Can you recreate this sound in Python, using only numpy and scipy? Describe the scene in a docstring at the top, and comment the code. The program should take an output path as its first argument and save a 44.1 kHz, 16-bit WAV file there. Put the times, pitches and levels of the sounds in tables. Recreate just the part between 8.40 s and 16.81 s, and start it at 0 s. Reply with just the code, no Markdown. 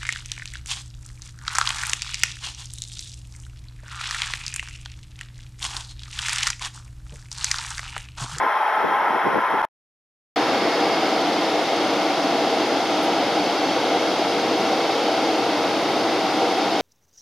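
"""Far train, then a locomotive close by

Two scenes joined by a short silence. First the roar of a far train: shaped noise with wavering thin tones
and faint hiss, under gusts and thumps of wind-shaped noise. Then an electric locomotive stands close by:
blower rush is noise with resonances and gaps, with a blade tone and its octave; converter whine is a sum
of swelling tones at carrier, ripple and feed steps. A mid rush fades and the treble briefly swells.
"""
import sys
import numpy as np
from scipy import signal
from scipy.fft import irfft, next_fast_len
from scipy.io import wavfile
from scipy.ndimage import uniform_filter1d

SR = 44100
rng = np.random.default_rng(int(sys.argv[2]) if len(sys.argv) > 2 else 0)


def store_wav(level_fs):
    """Save 16-bit WAV to argv[1]."""
    pcm = np.round(np.clip(np.atleast_2d(level_fs), -1, 1) * 32767)
    wavfile.write(sys.argv[1], SR, pcm.T.astype(np.int16))


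N = 370881

# Stretches with sound. Each row: start in seconds, end in seconds (hard cut), rise time in seconds.
FAR_SPANS = [(-1, 1.2191, 1), (1.2247, 1.2511, .003)]
NEAR_SPANS = [(1.9599, 9, 1e-6)]
TAIL_DB, TAIL_DB_PER_S, TAIL_S = -25, -800, .035  # a faint tail after the last stretch: start level in dB, fall in dB per second, length 35 ms

ROAR_DB, HISS_DB = -21, -53.5
# Relative roar spectrum. Each row: frequency in Hz, density in dB per Hz.
ROAR_SPECTRUM = [(24, -100), (40, -75.5), (250, -33.5), (350, -19.5), (460, -11.5), (520, -10), (750, -5.5),
                 (872, -2.5), (1150, -7.5), (1670, -10), (2200, -14.5), (2900, -29.5), (4400, -40),
                 (6000, -47), (7800, -78)]
# Rails and wheels; a negative lift is a gap. Each row: frequency in Hz, width in Hz, lift in dB.
ROAR_RINGS = [(498, 39, -9.5), (850, 110, 3), (1000, 50, 1.5), (1050, 30, 3), (1026, 86, 5), (1100, 88, -6),
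              (1310, 65, 6.5), (2357, 95, -8.5), (2540, 140, 1.5), (3190, 200, 10.5), (3440, 110, 8),
              (3860, 100, 7.5), (5420, 500, 11), (7160, 200, -4.5)]
# Likeness of the two channels in the roar. Each row: frequency in Hz, likeness from 0 to 1.
ROAR_LIKENESS = [(60, 0.67), (240, 1), (950, 0.97), (3770, 0.78), (15000, 0.3)]
# Stereo lean of the roar. Each row: frequency in Hz, left over right in dB.
ROAR_LEAN_DB = [(60, 1.0), (380, 1.1), (2380, 1.5), (15000, 1.5)]
# Thin tones in the roar. Each row: mean frequency in Hz, level before swell and lean in dB rms.
STRANDS = [(809, -38), (871, -35.5), (1067, -36.5)]
STRAND_WAVER_RATIO, STRAND_SWELL_DB = .004, 3.5  # both rms
# Relative spectrum of the treble hiss. Each row: frequency in Hz, density in dB per Hz.
HISS_SPECTRUM = [(3530, -33), (6000, -1), (6280, -11), (7140, -5.5), (7800, -24.5), (8330, -10.5),
                 (8900, -26), (9950, 1), (10500, 0.5), (13500, -8.5), (14500, -13), (15100, -15.5)]

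# Wind gusts. Each row: start in seconds, length in seconds, level before lumps in dB.
GUSTS = [(-.1, 0.17, -34.5), (0.355, 0.073, -45), (0.435, .07, -30), (0.495, .5, -40), (0.707, .07, -43.5),
         (0.847, 0.167, -33), (1.026, .25, -46), (1.12, 0.064, -39.5)]
# Single thumps of air. Each row: time in seconds, peak level in dB.
THUMPS = [(0.039, -27), (0.448, -22.5), (.612, -40), (.706, -28), (0.762, -29), (.872, -32), (0.982, -29.5),
          (1.104, -33), (1.14, -30)]
# Relative wind spectrum. Each row: frequency in Hz, density in dB per Hz.
WIND_SPECTRUM = [(20, -60.5), (65, -41.5), (120, -16), (220, -4), (330, 0), (480, 0), (700, -14.5),
                 (1100, -40.5), (2000, -92)]
CALM_DB, GUST_EDGE_S, THUMP_S = -53, .025, .0052
CUT_DB, START_DB, CLICK_DECAY_S = -26, -19, .00015

RUSH_DB = -21
# Relative blower spectrum. Each row: frequency in Hz, density in dB per Hz.
RUSH_SPECTRUM = [(25, -47), (60, -41.5), (95, -35), (112, -24.5), (221, -7.5), (297, -2), (782, -1.5),
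                 (1050, -8), (1750, -16), (5500, -20), (5800, -25.5), (8200, -33), (12200, -40),
                 (14300, -46.5), (15100, -58), (15400, -68)]
# Resonances and gaps (negative lifts) in the rush. Each row: frequency in Hz, width in Hz, lift in dB.
RUSH_RESONANCES = [(80, 22, 7), (124, 39, 5.5), (191, 16, 4), (308.6, 56, 6.5), (835, 50, 1),
                   (4030, 200, 2), (323, 8.3, 1.5), (660, 15, 5.5), (801, 14, 3.5), (696, 37, 4.5),
                   (739, 34, -4.5), (765, 40, 7.5), (1372, 210, 4), (2157, 300, 5.5), (3040, 70, 2),
                   (3650, 150, 0.5), (4410, 120, 4.5), (4990, 150, 0), (5260, 170, 3), (5800, 200, -3),
                   (6300, 150, 2.5), (7840, 290, -16), (594, 8, -1.5), (1095, 43, -5)]
# Likeness of the two channels in the rush. Each row: frequency in Hz, likeness from 0 to 1.
RUSH_LIKENESS = [(60, 1), (150, 1), (380, 1), (950, 0.98), (2380, 0.89), (5980, 0.48), (15000, 0.28)]
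# Stereo lean of the rush. Each row: frequency in Hz, left over right in dB.
RUSH_LEAN_DB = [(60, 1.0), (240, 0.56), (950, 1), (3770, 0.0), (15000, 0.23)]
BLADE_HZ, BLADE_WAVER_RATIO, BLADE_SWELL_DB = 474, .0026, 2.8  # waver and swell are rms
# Blade tone, then its octave. Each entry: level before swell and lean in dB rms.
BLADE_DB = [-35, -48]

CARRIER_HZ, RIPPLE_HZ, FEED_HZ = 276.546, 33.3815, 58.435  # switching, supply ripple, motor feed
CARRIER_MULTIPLES = range(6, 27)
# Middles of the side groups. Each entry: ripple steps off a carrier multiple.
GROUP_RIPPLE_STEPS = (-9, 0, 9)
GROUP_DB, GROUP_EDGE_DB = -76.5, -79  # before colour: up to one ripple step off the middle, two steps off
# Tones beside the carrier. Each entry: feed steps, mapped to level before colour in dB.
FEED_SIDE_DB = {-1: -78, 1: -78, 2: -82}
# What the cabinet radiates best. Each row: frequency in Hz, width in Hz, lift in dB.
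CABINET = [(2060, 140, 14), (2720, 420, 19.5), (3000, 66, -3), (3380, 94, 18), (3735, 170, 17),
           (3940, 520, 13), (4484, 220, 20), (4680, 41, 6), (4884, 110, 12), (4980, 150, 19.5),
           (5500, 490, 15.5), (6074, 380, 21), (6800, 500, 13.5)]
TONE_SLOPE_DB_PER_OCTAVE, SLOPE_REF_HZ = -9.5, 3300
# Tones with a level of their own. Each row: carrier multiple, ripple steps, feed steps,
# level before swell and panning in dB rms.
OWN_LEVEL_TONES = [(0, 0, 2, -54), (0, 33, 0, -48), (0, 34, 0, -49), (7, 0, 1, -51), (8, 0, -1, -46),
                   (9, 0, 1, -52), (9, 1, 1, -54), (9, 17, 0, -51), (10, 0, -1, -50), (11, 9, 0, -50.5),
                   (11, 10, 0, -55.5), (11, -10, -1, -53.5), (10, 3, 0, -54.5), (10, 9, 0, -53.5),
                   (11, 1, 0, -52.5), (12, -1, -1, -55.5), (12, -1, 0, -49.5), (12, 1, 0, -55.5),
                   (12, -9, 0, -44.5), (12, 0, -1, -49), (12, 0, 0, -44), (12, 9, 0, -48),
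                   (13, 0, 1, -49.5), (14, 1, -1, -52), (11, 0, 0, -53), (17, -9, 0, -53.5),
                   (16, 0, 0, -53), (18, -1, -1, -64), (13, -9, 0, -47), (13, 0, 0, -48.5),
                   (14, -9, 0, -49.5), (14, -9, 2, -49.5), (14, -4, 1, -53.5), (14, -3, 1, -53.5),
                   (14, -1, -1, -62), (14, 0, -1, -60), (13, 11, 1, -54.5), (15, 8, 0, -60),
                   (17, -10, 0, -52), (17, -8, 0, -55), (16, 1, 0, -46), (16, 3, 1, -55.5),
                   (17, -1, -1, -55.5), (17, -6, 2, -54.5), (16, 10, 0, -62), (17, 0, 1, -54.5),
                   (17, 1, 0, -63), (17, 0, 2, -55.5), (19, -10, 0, -54.5), (18, 2, 1, -57.5),
                   (18, 9, 0, -62), (23, -10, 0, -58), (23, -9, 1, -57.5), (17, -1, 1, -55.5),
                   (18, -1, 0, -51), (18, 0, 0, -51), (21, -9, 0, -55.5), (21, 8, 0, -51.5)]
TONE_SCATTER_DB, TONE_SWELL_DB = 2.0, 3.0  # rms, tone to tone and in time
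# Tones with one long crest. Each entry: frequency in Hz.
ARCHED_HZ = [3318.6, 6074.5]
CREST_S, CREST_DB, SINK_DB_PER_S2, ARCH_FLOOR_DB = 5.3, 2.5, .95, -10

# Fading broad mid rush. Each row: time in seconds, level in dB.
FADING_RUSH = [(1.96, -29), (2.6, -33), (3.2, -38.5), (8.4, -58)]
# Brief treble swells. Each row: time in seconds, peak level in dB.
FIZZ = [(2.7, -62), (4.64, -47), (6.2, -54), (8.17, -57)]
EDGE_HZ = 15700


def gain_of(db):
    """Amplitude factor of a level in dB."""
    return 10 ** (np.asarray(db) / 20)


def evened(x):
    """Scale to rms 1."""
    return x / np.sqrt(np.mean(x ** 2) + 1e-20)


def read(points, hz):
    """Interpolate a table along log frequency."""
    f, value = np.transpose(points)
    return np.interp(np.log(hz + 1), np.log(f + 1), value)


def resonance_db(rings, hz):
    """Sum of bell-shaped lifts, each half its dB at the edges of its width."""
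    return sum(lift_db / (1 + (2 * (hz - f) / width_hz) ** 2) for f, width_hz, lift_db in rings)


def wander(hz, count):
    """Slow chance curves of rms 1 that change about hz times a second."""
    steps = rng.standard_normal((count, 900))  # 100 per second
    slow = signal.lfilter([1], [1, -np.exp(-2 * np.pi * hz / 100)], uniform_filter1d(steps, size=3))
    return evened(np.array([np.interp(np.arange(N) / SR, np.arange(900) / 100, s) for s in slow]))


def noise(shape, rings=(), same=((1, 0),), lean=((1, 0),), patchy_db=0.0, size=2048):
    """Stereo noise of rms 1 from random short-time spectra, with resonances and drifting patches."""
    hz = np.fft.rfftfreq(size, 1 / SR)
    a, b, c, d, patches = rng.standard_normal((4 * N // size + 5, len(hz), 5)).T
    patches = evened(uniform_filter1d(uniform_filter1d(patches, size=16, axis=0), size=6, axis=1))
    db = read(shape, hz) + resonance_db(rings, hz)
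    alike = np.clip(read(same, hz), -1, 1)[:, None]
    half_lean_db = read(lean, hz)[:, None] / 2
    left = a + 1j * b
    right = alike * left + np.sqrt(1 - alike ** 2) * (c + 1j * d)
    spectra = np.array([left * gain_of(half_lean_db), right / gain_of(half_lean_db)])
    spectra *= gain_of(db[:, None] + patchy_db * patches)
    return evened(signal.istft(spectra, nperseg=size, noverlap=size * 3 // 4)[1][:, :N])


def switched(spans):
    """Gate with linear rises and hard cuts."""
    t = np.arange(N) / SR
    return sum(np.clip((t - start) / rise, 0, 1) * (t < end) for start, end, rise in spans)


def far_train():
    """Wheels on rails roar in a few broad rings and sing in thin strands, over a faint hiss."""
    roar = gain_of(ROAR_DB) * noise(ROAR_SPECTRUM, ROAR_RINGS, ROAR_LIKENESS, ROAR_LEAN_DB, patchy_db=0.5)
    for hz, db in STRANDS:
        waver, swell = wander(4.8, count=2)
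        turns = np.cumsum(hz * (1 + STRAND_WAVER_RATIO * waver)) / SR
        tone = np.sqrt(2) * np.sin(2 * np.pi * turns)
        roar = roar + tone * gain_of(db + STRAND_SWELL_DB * swell + np.array([[.7], [-.7]]))
    hiss = noise(HISS_SPECTRUM, same=[(1, .4)], lean=[(1, 1.5)], patchy_db=1.0, size=512)
    return roar + gain_of(HISS_DB) * hiss


def wind():
    """Lumpy buffeting and a few thumps, only partly alike at the two microphone ports."""
    t = np.arange(N) / SR
    gusts = 0
    for start, length, db in GUSTS:
        inside_s = np.minimum(t - start, start + length - t)
        gusts = gusts + gain_of(db) * np.clip(inside_s / GUST_EDGE_S + .5, 0, 1)
    thumps = sum(gain_of(db) * np.exp(-((t - s) / THUMP_S) ** 2) for s, db in THUMPS)
    lumpy = (gain_of(CALM_DB) + gusts) * gain_of(2.5 * wander(25, count=2))
    air = noise(WIND_SPECTRUM, same=[(1, 0.3)], lean=[(1, 1.5)], patchy_db=1.5, size=1024)
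    return (lumpy + thumps) * air


def clicks():
    """Clicks at the cuts: one-sided negative spikes just before each far cut and just after the near start."""
    t = np.arange(N) / SR
    spikes = [(end, CUT_DB, -1) for _, end, _ in FAR_SPANS] + [(NEAR_SPANS[0][0], START_DB, 1)]
    return -sum(gain_of(db) * np.exp(-abs(t - s) / CLICK_DECAY_S) * (side * (t - s) > 0)
                for s, db, side in spikes)


def blowers():
    """Air rush with resonances and gaps, and the blades passing, their speed wavering a little."""
    rush = noise(RUSH_SPECTRUM, RUSH_RESONANCES, RUSH_LIKENESS, RUSH_LEAN_DB, patchy_db=0.15, size=4096)
    speed, swell = wander(5.2, count=2)
    turns = np.cumsum(BLADE_HZ * (1 + BLADE_WAVER_RATIO * speed)) / SR
    blade = sum(gain_of(db) * np.sin(2 * np.pi * (k + 1) * turns) for k, db in enumerate(BLADE_DB))
    blade_gain = np.sqrt(2) * gain_of(BLADE_SWELL_DB * swell + np.array([[.4], [-.4]]))
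    return gain_of(RUSH_DB) * rush + blade * blade_gain


def converter_tones():
    """Hz and dB rms of tones at sums of carrier, ripple and feed steps."""
    sides = [(g + m, 0, GROUP_EDGE_DB if abs(m) == 2 else GROUP_DB)
             for g in GROUP_RIPPLE_STEPS for m in range(-2, 3)]
    sides += [(m, n, db) for m in (-1, 0) for n, db in FEED_SIDE_DB.items()]
    shared = {(k, m, n): db for k in CARRIER_MULTIPLES for m, n, db in sides}
    own = {(k, m, n): db for k, m, n, db in OWN_LEVEL_TONES}
    steps = np.array(list({**shared, **own}))
    hz = steps @ [CARRIER_HZ, RIPPLE_HZ, FEED_HZ]
    # the cabinet colours only tones without a level of their own
    colour_db = TONE_SLOPE_DB_PER_OCTAVE * np.log2(hz / SLOPE_REF_HZ) + resonance_db(CABINET, hz)
    colour_db += TONE_SCATTER_DB * rng.standard_normal(len(hz))
    db = [own[tuple(s)] if tuple(s) in own else shared[tuple(s)] + c for s, c in zip(steps, colour_db)]
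    return hz, np.array(db)


def converters():
    """Steady tones, each swelling slowly in its own way: a narrow cluster of lines around the tone."""
    hz, db = converter_tones()
    size, count = next_fast_len(N), 128
    start, side, lag = rng.random((len(hz), 3)).T
    swell = evened(uniform_filter1d(rng.standard_normal((len(hz), count)), size=8, mode="wrap"))
    arched = (abs(hz[:, None] - ARCHED_HZ) < 1).any(axis=1)[:, None]
    step_s = np.arange(count) * size / count / SR
    arch_db = CREST_DB - SINK_DB_PER_S2 * (step_s - CREST_S) ** 2
    level_db = np.where(arched, np.maximum(arch_db, ARCH_FLOOR_DB) + swell, TONE_SWELL_DB * swell)
    cluster = np.fft.fft(gain_of(db[:, None] + level_db)) * size / count / np.sqrt(2)
    bins = np.round(hz * size / SR)[:, None] + np.fft.fftfreq(count, 1 / count)
    # each tone gets a random level and phase difference between channels
    channels = [gain_of(2.8 * (side - 1)), np.exp(1j * 1.5 * (lag - .5)) / gain_of(4.2 * side)]
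    spectra = np.zeros((2, size // 2 + 1), complex)
    for k, channel in enumerate(channels):
        phased = cluster * (channel * np.exp(2j * np.pi * start))[:, None]
        np.add.at(spectra[k], bins.astype(int), phased)
    return irfft(spectra, size)[:, :N]


def fading_rush():
    """Broad mid-band noise whose level sinks along a table."""
    level_db = np.interp(np.arange(N) / SR, *np.transpose(FADING_RUSH))
    shape = [(500, -29), (900, 8), (1900, 3.5), (2400, -1.0), (3500, -43.0)]
    return gain_of(level_db) * noise(shape, same=[(1, 0.88)])


def fizz():
    """Treble noise swelling briefly under bell-shaped envelopes."""
    t = np.arange(N) / SR
    swell = sum(gain_of(db) * np.exp(-((t - s) / .025) ** 2) for s, db in FIZZ)
    shape = [(7500, -40), (9000, 2), (14500, -8), (15200, -25)]
    return swell * noise(shape, same=[(1, .5)], size=256)


def scene():
    """Far train and wind, a short silence, then the locomotive."""
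    far = far_train() + wind()
    far = np.array([far[0], np.roll(far[1], 1)])  # left leads by one sample
    near = blowers() + converters() + fading_rush() + fizz()
    after_s = np.arange(N) / SR - FAR_SPANS[-1][1]
    tail = gain_of(TAIL_DB + TAIL_DB_PER_S * abs(after_s)) * (after_s >= 0) * (after_s < TAIL_S)
    return far * (switched(FAR_SPANS) + tail) + near * switched(NEAR_SPANS) + clicks()


def record(dry):
    """Band limit: a steep linear-phase low-pass."""
    lowpass = signal.firwin(511, EDGE_HZ, window=("kaiser", 9), fs=SR)
    return signal.oaconvolve(dry, lowpass[None], "same")


dry = scene()
out = record(dry)
store_wav(out)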